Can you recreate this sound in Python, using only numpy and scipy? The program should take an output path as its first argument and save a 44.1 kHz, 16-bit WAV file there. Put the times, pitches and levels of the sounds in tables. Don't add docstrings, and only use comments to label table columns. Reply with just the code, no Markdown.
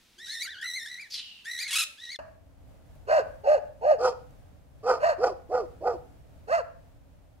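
import sys
import numpy as np
from scipy import signal
from scipy.fft import rfft, irfft
from scipy.io import wavfile
from scipy.ndimage import uniform_filter1d, map_coordinates

SR = 44100
rng = np.random.default_rng(int(sys.argv[2]) if len(sys.argv) > 2 else 0)


def generate_wav(signal):
    frames = np.transpose(np.atleast_2d(signal))
    scaled = np.clip(frames, -1, 1) * 32767
    pcm = np.round(scaled).astype(np.int16)
    wavfile.write(sys.argv[1], SR, pcm)


N = 326340
TIME = np.arange(N) / SR
CUTOFF_HZ = 15750
FIELD_START_S = 2.189


def whines():
    # start in s, time to the crest in s, length in s, held pitch in Hz, crest pitch in Hz,
    # glide in octaves/s, nominal fundamental in dB, nominal overtones in dB, swell in dB/s,
    # hoarseness (0-1), source tilt in dB/octave, quaver as a share of the pitch.
    calls = [(0.177, .15, .257, 1920, 2174, 0.032, -45, -41.5, 40, 0.14, -3, 0.022),
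             (0.257, 0.18, 0.23, 1911, 2360, .9, -42.5, -44, 10, .15, 2, 0.024),
             (0.439, 0.073, .24, 1562, 1935, -0.53, -47, -50, 7, 0, -15, 0.047),
             (0.609, .158, 0.26, 1927, 2103, -.55, -40, -42.5, -18, .08, 1, 0.021),
             (0.851, .162, 0.23, 1950, 2447, -0.019, -47, -53, -60, .2, -1, 0.024),
             (1.443, .175, .215, 1938, 2440, 0, -40, -41.5, -14.5, 0.26, 1.5, 0.024),
             (1.576, 0.085, 0.14, 2023, 2210, -0.11, -39, -43, 22, 0.28, -1.5, 0.02),
             (1.97, .156, .2, 1912, 2260, -0.078, -43, -39.5, 49, 0.1, -8, 0.016)]
    # frequency in Hz, relative level in dB.
    throat = [(710, -56.5), (1200, -27.5), (1380, -12.5), (1920, -1), (2510, -1.5), (2980, -8.5),
              (4110, -4.5), (5090, -16.5), (6370, -13.5), (6870, -21), (9990, -22), (12800, -34),
              (15500, -36.5)]
    scoop_octaves, scoop_s = .42, .02
    drop_octaves, drop_s = 0.38, .009
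    crest_half_width_s = .025
    lilt_octaves, lilt_s, lilt_growth_s = .055, .095, .16
    low_db_per_octave, high_db_per_octave = 26, 15
    quaver_hz, throb_db = 78.28, 2.1
    out = np.zeros(N)
    for (start, to_crest, length, held_hz, crest_hz, glide, low_db, high_db,
         swell, rough, slope_db, quaver) in calls:
        t = span(start, length)
        late = t - start - to_crest
        lilt = lilt_octaves * (1 + late / lilt_growth_s) * np.cos(2 * np.pi * late / lilt_s)
        crest = (np.log2(crest_hz / held_hz) - lilt_octaves) * np.exp(-(late / crest_half_width_s) ** 2)
        scoop = scoop_octaves * np.exp((t[0] - t) / scoop_s)
        drop = drop_octaves * np.exp((t - t[-1]) / drop_s)
        octaves = glide * late + lilt + crest - scoop - drop

        shake = np.sin(2 * np.pi * np.cumsum(quaver_hz * (1 + .16 * drift(15, len(t)))) / SR)
        shake *= np.clip(1 + 0.27 * drift(2.7, len(t)), 0, 2)
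        pitch = held_hz * 2 ** octaves * (1 + quaver * shake)
        source = folds(pitch, jitter=0.0098, jitter_hz=497, rough=rough, slope_db=slope_db, count=8)
        voice = colour(source, throat)

        low_level_db = low_db + low_db_per_octave * octaves + 2.3 * drift(30, len(t))
        high_level_db = high_db + high_db_per_octave * octaves + 2.52 * drift(20, len(t))
        low = even(cut(voice, 2720, "low")) * from_db(low_level_db)
        high = even(cut(voice, 2850, "high")) * from_db(high_level_db)
        add(out, t, (low + high) * from_db(swell * late + throb_db * shake), fade=0.011)
    return out


def squawk():
    # start in s, length in s, base pitch in Hz, nominal level in dB.
    syllables = [(1.677, 0.028, 833, -39), (1.706, 0.023, 922, -30.5), (1.728, 0.024, 1083, -26),
                 (1.753, 0.025, 1246, -23), (1.782, .030, 1296, -24), (1.802, 0.039, 1241, -27.5)]
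    # frequency in Hz, relative level in dB.
    throat = [(470, -74), (800, -35.5), (1330, -17), (2350, -9.5), (2570, -6), (3460, -6.5), (3860, -9),
              (4770, -15), (5200, -16), (10300, -16), (11800, -19.5), (12900, -39.5), (15500, -29.5)]
    out = np.zeros(N)
    for start, length, base_hz, level_db in syllables:
        t, progress = read_call([(start, 0), (start + length, 1)])
        pitch = base_hz * (1 + .55 * np.exp(-progress / 0.097) + 0.13 * progress ** 6)
        edge = (2 * progress - 1) ** 2
        rough = .26 + .5 * edge
        voice = colour(folds(pitch, jitter=0.027, jitter_hz=600, rough=rough), throat)
        add(out, t, voice * from_db(level_db - 5.3 * edge + 0.5), fade=0.00097, release=0.0011)
    return out


def screech():
    # frequency in Hz, relative level in dB.
    throat = [(710, -77), (1200, -39.5), (2390, -16.5), (2570, -21.5), (3380, -7), (3800, -12), (4270, -3),
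              (8040, -28), (11400, -26), (14200, -44), (15000, -58.5)]
    attack_s, rise_db, fall_db_per_s = .048, 16.5, 113
    peak_db, flutter_db = -35, 2.5
    sag_octaves_per_s = 4.5
    out, t = np.zeros(N), span(1.096, .15)
    late = t - t[0] - attack_s
    level_db = peak_db + np.minimum(rise_db * late / attack_s, -fall_db_per_s * late)
    read_at = np.cumsum(2 ** (-sag_octaves_per_s * late))
    noise = colour(rng.standard_normal(int(read_at[-1]) + 2), throat)
    rasp = map_coordinates(noise, [read_at], order=3)
    add(out, t, rasp * from_db(level_db + flutter_db * drift(130, len(t))), fade=0.013, release=0.04)
    return out


def yelping_dog():
    # crest in s, rise in s, fall in s, top pitch in Hz, end pitch in Hz, then nominal levels
    # of tone, rasp and hiss in dB, relative hoarseness (0-1), source tilt in dB/octave.
    calls = [(2.135, 0.09, 0.081, 661.8, 562, -26, -41, -50.5, .8, -10),
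             (3.144, 0.079, .095, 649.3, 395.2, -18, -34.5, -46, .9, -13),
             (3.517, 0.086, 0.089, 614, 415.4, -18, -42, -51, 0.32, -9.5),
             (3.893, 0.086, .086, 612, 434.5, -19.5, -45, -55, 0.21, -5.5),
             (5.068, .076, 0.091, 680.6, 462.7, -21, -36.5, -48, 0.84, -12.5),
             (6.551, 0.082, 0.08, 680, 436.3, -21.5, -37.5, -49, 0.19, -2.5)]
    # pitch-arch flatness, level-arch flatness, then drops at the ends in dB of tone, rasp,
    # hiss and hoarseness, lag of the rasp behind the tone in s.
    shape = (2.6, 4, 21.5, 15.5, 15.5, 7, 0)
    # frequency in Hz, relative level in dB.
    throat, hiss = [(180, -85), (300, -63.5), (418, -43), (506, -27), (556, -10.5), (602, -7.5), (852, -5),
                    (954, -14), (1320, -25), (1450, -26), (1670, -19.5), (2400, -48.5), (3120, -83.5),
                    (5280, -120)], [(1120, -29.5), (1900, -11.5), (2130, -4.5), (2750, 1.5),
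                                         (3220, -18.5), (3420, -25.5), (4410, -4), (5220, -12.5),
                                         (6610, -14), (7480, -14), (8020, -20.5), (9900, -23.5),
                                         (11000, -37.5), (12700, -29), (15500, -43)]
    return barks(calls, shape, throat, hiss, jaw=0.1998, jitter=0.017, jitter_hz=154.4, shimmer_db=1.65,
                 tone_db=2.5, rasp_db=11, hiss_db=4.5, order=1, clear_db=-2.5)


def gruff_dog():
    # crest in s, rise in s, fall in s, top pitch in Hz, end pitch in Hz, then nominal levels
    # of tone, rasp and hiss in dB, relative hoarseness (0-1), source tilt in dB/octave.
    calls = [(4.055, 0.077, 0.09, 255.3, 215.2, -20.5, -27.5, -48, 0.97, -1.5),
             (4.9, 0.074, 0.097, 258.5, 215.2, -19, -25, -49, 0.97, -0.75),
             (5.245, .07, 0.098, 256, 170, -21, -30.5, -53.5, 0.75, -1.3),
             (5.556, .072, .12, 252, 148, -23, -33.5, -60, 0.79, -0.68),
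             (5.882, .08, 0.1, 249, 146, -23, -34, -61.5, 0.53, -0.69)]
    # pitch-arch flatness, level-arch flatness, then drops at the ends in dB of tone, rasp,
    # hiss and hoarseness, lag of the rasp behind the tone in s.
    shape = (2.98, 2.4, 20.5, 22.5, 18.8, 3.5, .006)
    # frequency in Hz, relative level in dB.
    throat, hiss = [(130, -62), (220, -45), (348, -20), (456, -8), (490, 3), (592, -13.5), (799, 4),
                    (919, 3), (1120, -19.5), (1290, -7), (1500, -17.5), (1660, -38.5), (1890, -28.5),
                    (2260, -52), (2400, -32.5), (3120, -87), (5280, -120)], [(1120, -44.5), (1900, -6.5), (2260, -29), (2520, -1.5),
                                         (2850, -18.5), (3130, -6.5), (3610, -22), (3840, -15.5),
                                         (4910, -0.5), (6440, -12.5), (7480, -13), (8310, -21),
                                         (10700, -26), (13600, -43.5), (15500, -29)]
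    return barks(calls, shape, throat, hiss, jaw=.8, jitter=0.033, jitter_hz=117, shimmer_db=1.9,
                 tone_db=1.5, rasp_db=5.0, hiss_db=7.0, order=2, clear_db=-3.0)


def barks(calls, shape, throat, hiss, jaw, jitter, jitter_hz, shimmer_db,
          tone_db, rasp_db, hiss_db, order, clear_db):
    out = np.zeros(N)
    pitch_flat, level_flat, tone_drop_db, rasp_drop_db, hiss_drop_db, hoarse_drop_db, rasp_lag_s = shape
    for crest, rise, fall, top_hz, end_hz, tone, rasp, breath, rough, slope_db in calls:
        t = span(crest - rise, rise + fall)
        late = t - crest
        pitch = top_hz * (end_hz / top_hz) ** slack(late, rise, fall, pitch_flat)
        tone_slack = slack(late, rise, fall, level_flat)
        rasp_slack = slack(late - rasp_lag_s, rise, fall, level_flat)

        shift = (pitch / top_hz) ** jaw
        read_at = np.cumsum(shift)
        steps = np.arange(int(read_at[-1]) + 2)
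        hoarse = rough * from_db(2.5 - hoarse_drop_db * rasp_slack)
        source_pitch = np.interp(steps, read_at, pitch / shift)
        source_hoarse = np.interp(steps, read_at, hoarse)
        voice = colour(folds(source_pitch, jitter, jitter_hz, source_hoarse, slope_db), throat)
        low, high = [even(np.interp(read_at, steps, cut(voice, 926, side))) for side in ("low", "high")]

        ring_hz = order * pitch * (1 + 0.0088 * drift(60, len(t)))
        ring = np.sin(2 * np.pi * np.cumsum(ring_hz) / SR)
        low = even(low + from_db(clear_db) * ring)
        breathy = colour(folds(pitch, jitter, jitter_hz, rough=2.3, count=8), hiss)
        breathy = cut(breathy, 2050, "high")

        sound = low * from_db(tone + tone_db - tone_drop_db * tone_slack)
        sound += high * from_db(rasp + rasp_db - rasp_drop_db * rasp_slack)
        sound += breathy * from_db(breath + hiss_db - hiss_drop_db * rasp_slack)
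        add(out, t, sound * from_db(shimmer_db * drift(39, len(t))), fade=.016, release=.026)
    return out


def slack(late, rise, fall, flatness):
    away = np.clip(np.maximum(-late / rise, late / fall), 0, 1)
    return np.sin(np.pi / 2 * away) ** flatness


def folds(pitch, jitter, jitter_hz, rough, slope_db=0, count=12):
    size = len(pitch)
    phase = 2 * np.pi * np.cumsum(pitch * (1 + jitter * drift(jitter_hz, size))) / SR
    k = np.arange(1, count + 1)[:, None]
    harmonics = from_db(slope_db * np.log2(k)) * np.cos(k * phase)
    pulses = np.sum(harmonics * (k * pitch < CUTOFF_HZ), axis=0)
    puffs = rng.standard_normal(size) * (1 + np.cos(phase))
    return pulses * np.sqrt(4 * pitch / SR) + rough * puffs


def far_birds():
    # start in s, length in s, first pitch in Hz, last pitch in Hz, nominal level in dB.
    notes = [(1.17, .28, 3060, 2700, -41), (.15, .14, 345, 400, -61), (.43, .2, 305, 325, -64),
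             (1.83, .13, 595, 564, -63)]
    fade_db = 13
    out = np.zeros(N)
    for start, length, first_hz, last_hz, level_db in notes:
        t, pitch, fall_db = read_call([(start, first_hz, 0), (start + length, last_hz, fade_db)])
        jitter = np.minimum(pitch / 50000, .05)
        phase = 2 * np.pi * np.cumsum(pitch * (1 + jitter * drift(400, len(t)))) / SR
        level = from_db(level_db - fall_db + 2 * drift(40, len(t)))
        add(out, t, np.sin(phase) * level, fade=.03, release=.03)
    return out


def grit():
    # start in s, nominal level in dB.
    cracks = [(2.9534, -61), (4.3074, -61), (6.1264, -73)]
    out = np.zeros((2, N))
    for start, level_db in cracks:
        at, t = int(start * SR), TIME[:2000]
        crack = from_db(level_db - 2) * np.exp(-t / .003) * rng.standard_normal((2, len(t)))
        out[:, at:at + len(t)] += crack
    return cut(out, 1800, "high")


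def wind():
    # time in s, level in dB before gain.
    strength = [(2.25, -56.5), (2.39, -57.5), (3.28, -54.5), (4.19, -56.5), (5.91, -55), (7.4, -58.5)]
    # frequency in Hz, relative level in dB.
    spectrum = [(13, -54), (22, -8), (76, -2), (142, -9.5), (233, -20.5), (275, -13), (352, -26),
                (438, -24), (608, -18.5), (1080, -32.5), (1210, -32), (2030, -37), (2270, -37.5),
                (4510, -43.5), (15500, -48.5)]
    gain_db, gust_db = 4, 1.0
    level_db = np.interp(TIME, *np.transpose(strength)) + gain_db + gust_db * drift(3.6, N)
    return from_db(level_db) * air(spectrum, alike=0.13)


def air(spectrum, alike):
    mid, side = [colour(noise, spectrum, size=16384) for noise in rng.standard_normal((2, N))]
    alike = np.clip(alike, 0, 1)
    return rms_one(np.sqrt(1 + alike) * mid + np.sqrt(1 - alike) * side * [[1], [-1]])


def echoes(x, t60, first_s, dull_hz, size=40000):
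    t = TIME[:size]
    scatter = rng.standard_normal((2, size)) * from_db(-60 * t / t60) * (1 - np.exp(-(t / first_s) ** 2))
    scatter /= np.sqrt(np.sum(scatter ** 2, axis=1, keepdims=True))
    r = np.exp(-2 * np.pi * dull_hz / SR)
    dulled = signal.lfilter([1 - r], [1, -r], scatter)
    return signal.fftconvolve(x[None], dulled, axes=1)[:, :N]


def place(x, pan_db, lag_ms):
    left = np.interp(TIME - lag_ms / 1000, TIME, x) * from_db(pan_db / 2)
    return np.array([left, x * from_db(-pan_db / 2)])


def from_db(db):
    return 10 ** (np.asarray(db) / 20)


def rms_one(x):
    return x / np.sqrt(np.mean(x ** 2) + 1e-20)


def span(start, length):
    return TIME[int(start * SR):int((start + length) * SR)]


def read_call(rows):
    s, *columns = np.transpose(rows)
    t = TIME[max(int(s[0] * SR), 0):int(s[-1] * SR)]
    return [t] + [np.interp(t, s, c) for c in columns]


def add(track, t, sound, fade=0.0019, release=.01):
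    start = int(round(t[0] * SR))
    edge = np.clip(np.minimum((t - t[0]) / fade, (t[-1] - t) / release), 0, 1)
    track[start:start + len(t)] += sound * np.sin(np.pi / 2 * edge) ** 2


def drift(rate_hz, size):
    r = np.exp(-2 * np.pi * rate_hz / SR)
    wander = signal.lfilter([1], [1, -2 * r, r * r], rng.standard_normal(size + 8000))
    return rms_one(wander[8000:])


def cut(x, hz, kind):
    return signal.sosfilt(signal.butter(6, hz, kind, fs=SR, output="sos"), x)


def colour(x, spectrum, size=2048):
    hz, db = np.transpose(spectrum)
    bins = np.maximum(np.fft.rfftfreq(size, 1 / SR), 1)
    cepstrum = irfft(np.log(from_db(np.interp(np.log(bins), np.log(hz), db))))
    cepstrum[1:size // 2] *= 2
    cepstrum[size // 2 + 1:] = 0
    impulse = irfft(np.exp(rfft(cepstrum)))
    return rms_one(signal.fftconvolve(x, impulse)[:len(x)])


def even(x, size=700):
    return x / np.sqrt(np.maximum(uniform_filter1d(x ** 2, size), 0) + 1e-6)


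def perch():
    # frequency in Hz, relative level in dB.
    spectrum = [(25, -11), (85, -5), (140, -14), (220, -9), (340, -17), (1200, -21), (2100, -17),
                (4000, -15), (7500, -24), (15500, -31)]
    burst = screech()
    birds = whines() + squawk() + burst
    notes = far_birds()
    distant = from_db(-3) * (notes + echoes(notes, t60=.3, first_s=.008, dull_hz=9000))
    treble = cut(birds, 4000, "high")
    leaves = from_db(-2.0) * echoes(treble, t60=0.057, first_s=.0013, dull_hz=15100, size=2000)
    trees = from_db(-11) * echoes(birds, t60=0.39, first_s=0.015, dull_hz=7000)
    trees += from_db(-9.5) * echoes(burst, t60=.7, first_s=0.044, dull_hz=9000)
    return from_db(-1.04) * birds + distant + leaves + trees + from_db(-62.5) * air(spectrum, alike=.7)


def field():
    yelps, woofs = yelping_dog(), gruff_dog()
    start_pan_db, pan_db_per_s = -0.65, -.5
    pan_db = start_pan_db + pan_db_per_s * (TIME - FIELD_START_S)
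    dogs = place(yelps, pan_db, lag_ms=0.304) + place(woofs, pan_db - 0.2, lag_ms=0.089)
    treble = cut(yelps + woofs, 1080, "high")
    crop = from_db(-6) * echoes(treble, t60=0.026, first_s=0.0014, dull_hz=12000, size=2000)
    far = from_db(-14) * echoes(yelps, t60=0.45, first_s=0.043, dull_hz=3800)
    far += from_db(-14.5) * echoes(woofs, t60=0.41, first_s=0.041, dull_hz=3000)
    return dogs + crop + far + wind() + grit()


def scene():
    perch_end_s, perch_decay_s = 2.16, 0.0078
    perch_gain = np.exp(-np.maximum(TIME - perch_end_s, 0) / perch_decay_s)
    return perch() * perch_gain + field() * (TIME > FIELD_START_S)


def record(dry):
    return signal.sosfilt(signal.ellip(12, .1, 80, CUTOFF_HZ, fs=SR, output="sos"), dry)


dry = scene()
out = record(dry)
generate_wav(out)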